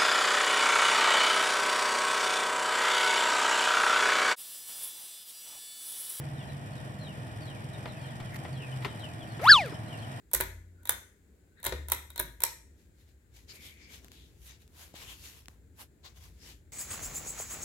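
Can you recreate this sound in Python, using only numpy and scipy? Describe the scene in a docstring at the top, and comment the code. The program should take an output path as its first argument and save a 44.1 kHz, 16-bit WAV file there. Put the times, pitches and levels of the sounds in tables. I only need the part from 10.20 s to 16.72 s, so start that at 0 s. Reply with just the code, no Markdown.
"""Ceiling fan pull chain

A pull chain is tugged and let go again and again, close to a hand-held camera in a small room. Beads tick over
the eyelet and the switch snaps, each impact exciting the modes of its metal housing, while the tugs set the low
modes of the room booming. Then a sleeve swishes by friction as the camera backs away, over the soft rumble and
rush of the air stirred by the blades."""
import sys
import numpy as np
from scipy import signal
from scipy.fft import rfft, irfft, next_fast_len
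from scipy.io import wavfile
from scipy.ndimage import uniform_filter1d, map_coordinates

SR = 44100
rng = np.random.default_rng(int(sys.argv[2]) if len(sys.argv) > 2 else 0)


def wav_record(signal):
    """Record a signal, one row per channel, as 16-bit PCM in the file named by sys.argv[1]."""
    frames = np.transpose(np.atleast_2d(signal))
    bounded = np.clip(frames, -1, 1)
    # unit amplitude maps onto the largest positive 16-bit level
    quanta = np.round(bounded * 32767).astype(np.int16)
    wavfile.write(sys.argv[1], SR, quanta)


N = 287532


def amp(db):
    """Amplitude ratio of a level in decibels."""
    return 10 ** (np.asarray(db) / 20)


def unit(x):
    """Normalisation to rms 1."""
    return x / np.sqrt(np.mean(x ** 2) + 1e-20)


def along(points, hz):
    """Interpolation of (f/Hz, value) points on a logarithmic frequency axis."""
    f, values = np.transpose(points)
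    return np.interp(np.log(hz + 1), np.log(f), values)


def wobble(rate):
    """Smooth random modulation: a spline through `rate` Gaussian values a second."""
    knots = rng.standard_normal(int(N * rate / SR) + 4)
    return map_coordinates(knots, [np.arange(N) * rate / SR])


def add(track, onset, sound):
    """Superposition of a sound on the track, from an onset in seconds."""
    part = track[..., max(round(onset * SR), 0):][..., :sound.shape[-1]]
    part += sound[..., :part.shape[-1]]


def filtered(x, response):
    """Linear filtering: the spectrum is multiplied by a frequency response."""
    n = x.shape[-1]
    padded = next_fast_len(n + 2048)
    return irfft(rfft(x, padded) * response(np.fft.rfftfreq(padded, 1 / SR)), padded)[..., :n]


# Likeness of the sound at the two microphone ports: f/Hz, coherence
COHERENCE = [(60, 0.94), (290, 0.84), (640, 0.48), (1400, 0), (15000, 0.17)]
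def noise(spectrum, size=N):
    """Partially coherent stereo noise of rms 1: long waves reach both ports alike."""
    padded = next_fast_len(size)
    hz = np.fft.rfftfreq(padded, 1 / SR)
    angle = np.arccos(np.clip(along(COHERENCE, hz), -1, 1)) / 2
    white = rng.standard_normal((2, len(hz))) + 1j * rng.standard_normal((2, len(hz)))
    coloured = white * amp(along(spectrum, hz))
    mid, side = irfft(coloured * [np.cos(angle), np.sin(angle)], padded)[:, :size]
    return unit(np.array([mid + side, mid - side]))


def burst(spectrum, rise, t60, size=4096):
    """Impact transient: noise that rises to rms 1 and decays exponentially (rise/s, t60/s)."""
    t = np.arange(size) / SR
    envelope = (1 - np.exp(-t / rise)) ** 2 * amp(-60 * t / t60)
    envelope /= envelope.max()
    return unit(noise(spectrum, size) * envelope) * np.sqrt(np.mean(envelope ** 2))


# Spectra of the blades' rumble, their rush of air and the room's hiss: f/Hz, relative level/dB
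RUMBLE_SPECTRUM = [(12, -63), (20, -36.5), (27, -24), (29, -24), (36, -22.5), (46, -6), (59, 6.5),
                   (83, 3.5), (100, -3), (119, -5.5), (173, -12), (200, -28), (260, -50.5), (440, -120)]
RUSH_SPECTRUM = [(90, -12.5), (170, -0.5), (280, -1), (400, -3), (520, -10), (750, -22), (1400, -38)]
ROOM_HISS_SPECTRUM = [(350, -37.5), (600, -2), (748, -5), (812, -3.5), (1160, -9), (1590, 0), (2340, -5.5),
                      (2910, -12), (4050, -9.5), (5870, -15.5), (7310, -3.5), (9110, -12.5), (12700, -14),
                      (16000, -14.5)]
# Strength of the rush in the fan's draught: t/s, relative level/dB
RUSH_LEVELS = [(2.5, -69.5), (3.02, -74), (3.28, -67.5), (3.68, -63.5), (4.56, -70), (4.77, -69.5),
               (6.5, -68.5)]
def fan(rumble_db, downwash_db, rush_db, hiss_db):
    """Turbulence: the blades stir a rumble, stronger in their downwash, and a rush over faint room hiss."""
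    t = np.arange(N) / SR
    entry_s, rise_s = 3.14, 0.25  # the camera backs into the draught
    in_downwash = (1 + np.tanh((t - entry_s) / (2 * rise_s))) / 2
    rumble = amp(rumble_db + downwash_db * in_downwash + 1.1 * wobble(4)) * noise(RUMBLE_SPECTRUM)
    draught_db = np.interp(t, *np.transpose(RUSH_LEVELS))
    rush = amp(draught_db + rush_db + 1.5 * wobble(7)) * noise(RUSH_SPECTRUM)
    return rumble + rush + amp(hiss_db) * noise(ROOM_HISS_SPECTRUM)


# Rubs of taut chain and cloth: crest t/s, half-length/s, f/Hz, bandwidth/Hz, relative level/dB
RASPS = [(0.609, 0.094, 1500, 201, -74), (1.32, 0.24, 1510, 59.9, -86), (1.396, 0.051, 1784, 503, -65.5),
         (1.40, 0.046, 3900, 500, -71.5), (3.31, 0.036, 4725, 1300, -54.5), (3.44, 0.2, 2270, 520, -62),
         (3.469, 0.09, 3350, 1200, -59), (3.656, 0.23, 2250, 420, -64), (3.645, 0.061, 4900, 1100, -65.5),
         (3.996, .14, 3540, 1100, -66), (4.909, 0.068, 3130, 920, -53.5), (5.608, 0.039, 900, 400, -62.5),
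         (5.864, 0.037, 3980, 1400, -55.5), (6.24, 0.065, 5200, 1400, -63)]
def scrapes(level_db):
    """Sliding friction: a surface catches briefly and rasps in one narrow band."""
    out = np.zeros((2, N))
    for crest, half_length, hz, width, db in RASPS:
        size = int(2 * half_length * SR)
        rasp = filtered(rng.standard_normal((2, size)), lambda f: 1 / (1 + ((f - hz) / (width / 2)) ** 2))
        add(out, crest - half_length, amp(db + level_db) * unit(rasp) * np.hanning(size))
    return out


# Fingers on the camera: t/s, relative tick level/dB, relative bump level/dB
FINGER_TAPS = [(3.8455, -46, -55.5), (3.883, -50, -76), (3.9178, -44, -71), (4.478, -56.5, -74),
               (4.7403, -54, -43), (5.2579, -47.5, -76), (5.2835, -39, -49)]
def finger_taps(tick_db, bump_db):
    """Heavily damped impacts: fingers shifting on the case make dry ticks and dull bumps."""
    tick_spectrum = [(500, -11), (1500, 9.5), (4000, 9.5), (13000, 4.5), (17000, -5)]
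    bump_spectrum = [(60, 1), (400, 2), (750, -5), (1400, -36), (4000, -47)]
    out = np.zeros((2, N))
    for onset, high_db, low_db in FINGER_TAPS:
        tick = burst(tick_spectrum, rise=0.00005, t60=0.0049)
        bump = burst(bump_spectrum, rise=0.00043, t60=0.022)
        add(out, onset, amp(high_db + tick_db) * tick + amp(low_db + bump_db) * bump)
    return out


def shifting_folds(x, depth_db):
    """Time-varying filtering: folds of cloth colour the sound in random patches of time and frequency."""
    spectra = signal.stft(x, nperseg=512)[2]
    patches = uniform_filter1d(rng.standard_normal(spectra.shape[1:]), size=7, axis=0)
    patches = uniform_filter1d(patches, size=16, axis=1)
    return unit(signal.istft(spectra * amp(depth_db * unit(patches)), nperseg=512)[1][:, :N])


# Arm strokes: crest t/s, rise/s, fall/s, relative level/dB, rub offset/dB, hiss offset/dB
SLEEVE_STROKES = [(2.6, 0.037, 0.081, -73.5, -13, -3.5), (2.81, .05, 0.048, -71, -19, -3.5),
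                  (2.89, .03, 0.044, -73, -19, -4), (3.168, 0.032, 0.07, -62.5, -10, -4.5),
                  (3.3, 0.017, 0.06, -53.5, -21, -11.5), (3.36, 0.048, 0.023, -59, -9, 0.5),
                  (3.455, 0.061, 0.078, -55.5, -24, -1), (3.64, 0.096, .06, -64, -13, -16),
                  (3.744, 0.05, 0.054, -53.5, -11.5, -6), (3.85, .04, .06, -65, -2, -8),
                  (3.925, 0.021, 0.23, -65, -12, -4), (4.27, 0.057, 0.052, -60, -22, 2),
                  (4.303, .025, 0.058, -57, -10, -14), (4.42, .04, 0.051, -69.5, -11, -2),
                  (4.616, 0.065, 0.083, -56, -5, -1.5), (4.759, .015, 0.058, -52, -7, -10.5),
                  (4.815, 0.047, 0.089, -52.5, -6.5, -5.5), (4.916, .055, 0.055, -53.5, -7.5, -2.5),
                  (5.06, 0.084, 0.095, -53.5, -15.5, -2), (5.17, 0.059, 0.063, -62.5, -5.5, -1),
                  (5.295, .01, 0.083, -72, 3.5, -1.5), (5.612, 0.028, 0.031, -55, -2, 2.5),
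                  (5.853, .015, 0.054, -56, -2, -25), (5.975, 0.026, 0.028, -65, -3, -3),
                  (6.044, 0.06, 0.079, -61.5, -5.5, -3), (6.295, 0.084, 0.058, -54.5, -12, -5.5)]
def stroke_envelopes():
    """Incoherent addition: overlapping strokes sum in power, giving the gains of swish, rub and hiss."""
    edge_db, roundness = 11.5, 1.28  # drop one rise or fall time from the crest; exponent of the slope
    t, power = np.arange(N) / SR, np.zeros((3, N))
    for crest, rise, fall, db, rub_db, hiss_db in SLEEVE_STROKES:
        near = slice(max(int((crest - 5 * rise) * SR), 0), int((crest + 5 * fall) * SR))
        from_crest = np.maximum((crest - t[near]) / rise, (t[near] - crest) / fall)
        envelope = amp(db - edge_db * from_crest ** roundness)
        power[:, near] += (amp([[0], [rub_db], [hiss_db]]) * envelope) ** 2
    return np.sqrt(power)


# Spectra of the cloth's swish, dull rub and fine hiss: f/Hz, relative level/dB
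SWISH_SPECTRUM = [(1100, -17), (1800, -4), (2300, -2.5), (3600, -1), (5000, -4), (7000, -4), (9000, -14.5),
                  (12000, -54)]
RUB_SPECTRUM = [(200, -7.5), (450, 1.5), (650, 1), (1000, 4), (1300, -0.5), (1700, -2), (2600, -13.5)]
HISS_SPECTRUM = [(5500, -12), (8000, -6), (10000, -4.5), (12500, -4), (14000, -8.5), (15700, -15.5),
                 (16200, -40)]
# The arm lies off to one side: f/Hz, left minus right level/dB
SLEEVE_BALANCE = [(500, 8), (2000, 0.5), (7000, 0.5), (9500, -5), (12400, -7), (15000, -14.5)]
def sleeve(swish_db, rub_db, hiss_db, grain_db, snag_db):
    """Friction noise: cloth slides over cloth, and catching threads modulate its amplitude."""
    swish_gain, rub_gain, hiss_gain = stroke_envelopes()
    swish = amp(swish_db) * swish_gain * shifting_folds(noise(SWISH_SPECTRUM), depth_db=1.5)
    rub = amp(rub_db) * rub_gain * noise(RUB_SPECTRUM)
    hiss = amp(hiss_db) * hiss_gain * noise(HISS_SPECTRUM)
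    grain = unit(amp(grain_db * wobble(370) + snag_db * wobble(45)))
    cloth = grain * (swish + rub + hiss)
    return filtered(cloth, lambda hz: amp(along(SLEEVE_BALANCE, hz) * np.array([[0.5], [-0.5]])))


# Reverberation time of the room: f/Hz, T60/s
REVERB_TIMES = [(100, 0.37), (350, 0.45), (1000, 0.35), (2000, 0.46), (4000, 0.35), (7000, 0.47),
                (12400, 0.33), (16000, 0.27)]
# Early reflections from ceiling and walls: delay/s, relative level/dB
REFLECTIONS = [(0.0128, -14), (0.018, -23.5), (.0285, -19)]
def room(x, wet_db, echo_db, build_s, block=13000):
    """Reverberation: direct sound, early reflections and a diffuse tail that decays exponentially."""
    tail_spectrum = [(100, -1), (1000, 1), (2000, 4), (3000, 1.5), (3800, 3.5), (5000, 2.5),
                     (7000, -0.5), (9000, -7.5), (12400, -5), (16000, -4)]
    out = x.copy()
    last_snap = int(SWITCH_SNAPS[-1][0] * SR)
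    # Each block meets its own random draw of the diffuse tail.
    for start in range(0, last_snap + block // 2, block):
        hz, t, spectra = signal.stft(noise(tail_spectrum, size=SR // 2), SR, nperseg=256)
        envelope = amp(-60 * t / along(REVERB_TIMES, hz)[:, None]) * (1 - np.exp(-t / build_s))
        tail = signal.istft(spectra * envelope, SR, nperseg=256)[1]
        response = amp(wet_db) * tail / np.linalg.norm(tail, axis=1, keepdims=True)
        for delay, db in REFLECTIONS:
            for channel in response:
                add(channel, delay + 0.00036 * rng.standard_normal(), amp([db + echo_db]))
        add(out, start / SR, signal.fftconvolve(x[:, start:start + block], response, axes=1))
    return out


# Booms of the room's low modes at tugs and releases: t/s, f/Hz, relative level/dB, T60/s
ROOM_MODE_BOOMS = [(0.136, 53.7, -34, 1.12), (0.209, 87.2, -39.5, 2.1), (0.692, 57.2, -52.5, 0.83),
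                   (1.442, 54.5, -37.5, 0.97), (1.522, 73.8, -32, 1.3), (1.975, 53.9, -38, 1.07),
                   (2.236, 72.4, -54, 1.2)]
def room_mode_thumps(swell_s, level_db):
    """Modal resonance: each jerk of the fan excites low modes of the room, which swell and decay."""
    out, t = np.zeros(N), np.arange(SR) / SR
    for onset, hz, db, t60 in ROOM_MODE_BOOMS:
        envelope = amp(db + level_db - 60 * t / t60) * (1 - np.exp(-t / swell_s))
        add(out, onset, envelope * np.sin(2 * np.pi * hz * t))
    return out


# The switch snaps and the chain jerks; levels are relative:
# t/s, click level/dB, tilt/(dB per octave), chink level/dB, knock level/dB, hollow level/dB
SWITCH_SNAPS = [(0.1332, -19.5, -0.5, -48, -41, -57), (0.1369, -18.5, 2, -34, -43, -37),
                (0.1458, -21, -3, -38, -45, -49), (0.1479, -19.5, -0.5, -40, -33.5, -41.5),
                (0.2019, -30.5, 6, -50.5, -36.5, -34), (0.2082, -21.5, 6, -39.5, -31, -42.5),
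                (0.6928, -15.5, 3, -28.5, -30.5, -39.5), (1.4606, -32.5, -8, -29, -35, -47),
                (1.465, -24, -0.5, -29, -32.5, -33), (1.5228, -33.5, -13, -34, -37.5, -32),
                (1.7183, -16.5, 1.5, -31, -30.5, -39), (1.9935, -29, 7, -30.5, -39.5, -36),
                (1.9975, -21, 6.5, -47, -36, -36), (2.2356, -14.5, -1, -32, -32, -42)]
# Beads cross the eyelet as the chain tightens: t/s, relative click level/dB, relative chink level/dB
BEAD_TICKS = [(0.1135, -46, -71.5), (0.6314, -58.5, -71), (0.6537, -38, -46.5), (0.6724, -38, -39.5),
              (1.3996, -58, -74), (1.4292, -40, -41), (1.4413, -33, -47), (1.4493, -28, -41),
              (1.684, -35.5, -52.5), (1.6989, -35, -42.5), (1.9024, -44.5, -44.5), (1.959, -38, -41.5),
              (1.9776, -33.5, -32), (2.2036, -36.5, -54.5), (2.2191, -33.5, -39.5)]
def contacts():
    """All impacts in the snaps' columns; by linearity a bead's knocks scale with its click."""
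    tilt, knock_offset_db, hollow_offset_db = 2.5, -12.5, -19.5
    beads = [(onset, click_db, tilt, chink_db, click_db + knock_offset_db, click_db + hollow_offset_db)
             for onset, click_db, chink_db in BEAD_TICKS]
    return SWITCH_SNAPS + beads


def motor_shudder(level_db, t60):
    """Damped vibration: each knock sets the motor and blades shuddering briefly."""
    spectrum = [(22, -20), (40, -13), (60, 5), (135, -0.5), (210, -13.5), (350, -6), (600, -36.5)]
    power, t = np.zeros(N), np.arange(SR // 2) / SR
    for onset, *_, hollow_db in contacts():
        envelope = amp(hollow_db + level_db - 60 * t / t60) * (1 - np.exp(-t / 0.0048))
        add(power, onset, envelope ** 2)
    return np.sqrt(power) * noise(spectrum)


def ring(modes, spread_db, port_phase, detune, size=4096):
    """Modal superposition: damped sinusoids whose strength, pitch and phase vary from blow to blow."""
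    t = np.arange(size) / SR
    hz, bandwidth, db = np.transpose(modes)[:, :, None]
    hz = hz * (1 + detune * rng.standard_normal(hz.shape))
    gain = amp(db + spread_db * rng.standard_normal(hz.shape))
    phase = rng.uniform(0, 2 * np.pi, hz.shape) + port_phase * rng.standard_normal((2, len(hz), 1))
    partials = gain * np.exp(-np.pi * bandwidth * t) * np.sin(2 * np.pi * hz * t + phase)
    attack = 1 - np.exp(-t / 0.00089)
    return partials.sum(axis=0 + 1) / np.linalg.norm(gain) * attack


# Spectra of a steel click and of the crack of the housing: f/Hz, relative level/dB
STEEL_SPECTRUM = [(1000, -34), (2800, -25.5), (3800, -12), (4900, -17.5), (5800, -9.5), (7000, -7),
                  (8300, -2.5), (9700, -1), (10900, -4.5), (12400, 2.5), (13800, -7), (15600, -5),
                  (17000, -32.5)]
CRACK_SPECTRUM = [(120, -27.5), (330, -12), (550, -10.5), (780, -5), (1000, 1.5), (1250, -4), (1600, -4.5),
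                  (2200, 0.5), (2800, -10.5), (3400, -1), (4800, -14.5), (7000, -17.5), (12000, -32)]
# Modes of chain and eyelet, of the housing's walls and of its cup: f/Hz, bandwidth/Hz, relative level/dB
EYELET_MODES = [(3600, 200, -1), (3560, 190, -1.5), (3810, 40, -3), (3860, 250, -6.5), (4104, 97, -1)]
WALL_MODES = [(890, 33, -7.5), (957.7, 40, 3.5), (1038, 200, -14.5), (1370, 60, -9), (1487, 55, 0),
              (1685, 77, -3.5), (1846, 68, -6.5), (2210, 100, -19)]
CUP_MODES = [(369.8, 22, -4.5), (506, 48, -1.5), (572, 49, 1), (644.6, 55, -1)]
def pull_chain(steel_db, jingle_db, crack_db, wall_db, eyelet_db, cup_db):
    """Impact excitation: each steel contact clicks, jingles and rings the eyelet, housing and cup."""
    out = np.zeros((2, N))
    for onset, click_db, tilt, chink_db, knock_db, hollow_db in contacts():
        # A harder contact has more treble.
        spectrum = [(hz, db + tilt * np.log2(hz / 10000)) for hz, db in STEEL_SPECTRUM]
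        click = amp(click_db + steel_db) * burst(spectrum, rise=0.0023, t60=0.0078)
        jingle = amp(click_db + jingle_db) * burst(spectrum, rise=0.00089, t60=0.047)
        chink = amp(chink_db + eyelet_db) * ring(EYELET_MODES, spread_db=3, port_phase=0.65, detune=0.026)
        crack = amp(knock_db + crack_db) * burst(CRACK_SPECTRUM, rise=0.00047, t60=0.049)
        walls = amp(knock_db + wall_db) * ring(WALL_MODES, spread_db=4, port_phase=0.23, detune=0.0073)
        cup = amp(hollow_db + cup_db) * ring(CUP_MODES, spread_db=5.5, port_phase=0.082, detune=0.01)
        add(out, onset, click + jingle + chink + crack + walls + cup)
    return out


def scene():
    """Superposition of the chain in its room, the booming room modes and the shaking motor, the arm and the
    moving air."""
    chain = pull_chain(steel_db=-0.5, jingle_db=-18, crack_db=0, wall_db=5, eyelet_db=2.5, cup_db=5)
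    chain = room(chain, wet_db=-8, echo_db=1, build_s=0.0026)
    boom = room_mode_thumps(swell_s=0.02, level_db=-3) + motor_shudder(level_db=-10.5, t60=0.49)
    cloth = sleeve(swish_db=1.5, rub_db=0, hiss_db=-0.5, grain_db=1, snag_db=0.56)
    fingers = finger_taps(tick_db=2.5, bump_db=0.5)
    rasps = scrapes(level_db=3)
    air = fan(rumble_db=-63, downwash_db=5.5, rush_db=2, hiss_db=-75)
    return air + rasps + fingers + cloth + boom + chain


# Difference in colour between the microphone ports: f/Hz, left minus right level/dB
PORT_BALANCE = [(60, 1.5), (250, 2), (700, 2), (1200, 6), (2200, 6), (4400, 4.5), (7000, 6.5), (9500, -2.5),
                (11000, -6.5), (12400, -9), (14500, 3)]
def record(dry):
    """Frequency response of the microphone: each port has its own colour below a steep band limit."""
    def response(hz, cutoff_hz=16300):
        balance = amp(along(PORT_BALANCE, hz) * np.array([[0.5], [-0.5]]))
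        return balance / np.sqrt(1 + (hz / cutoff_hz) ** 120)
    return filtered(dry, response)


dry = scene()
out = record(dry)
wav_record(out)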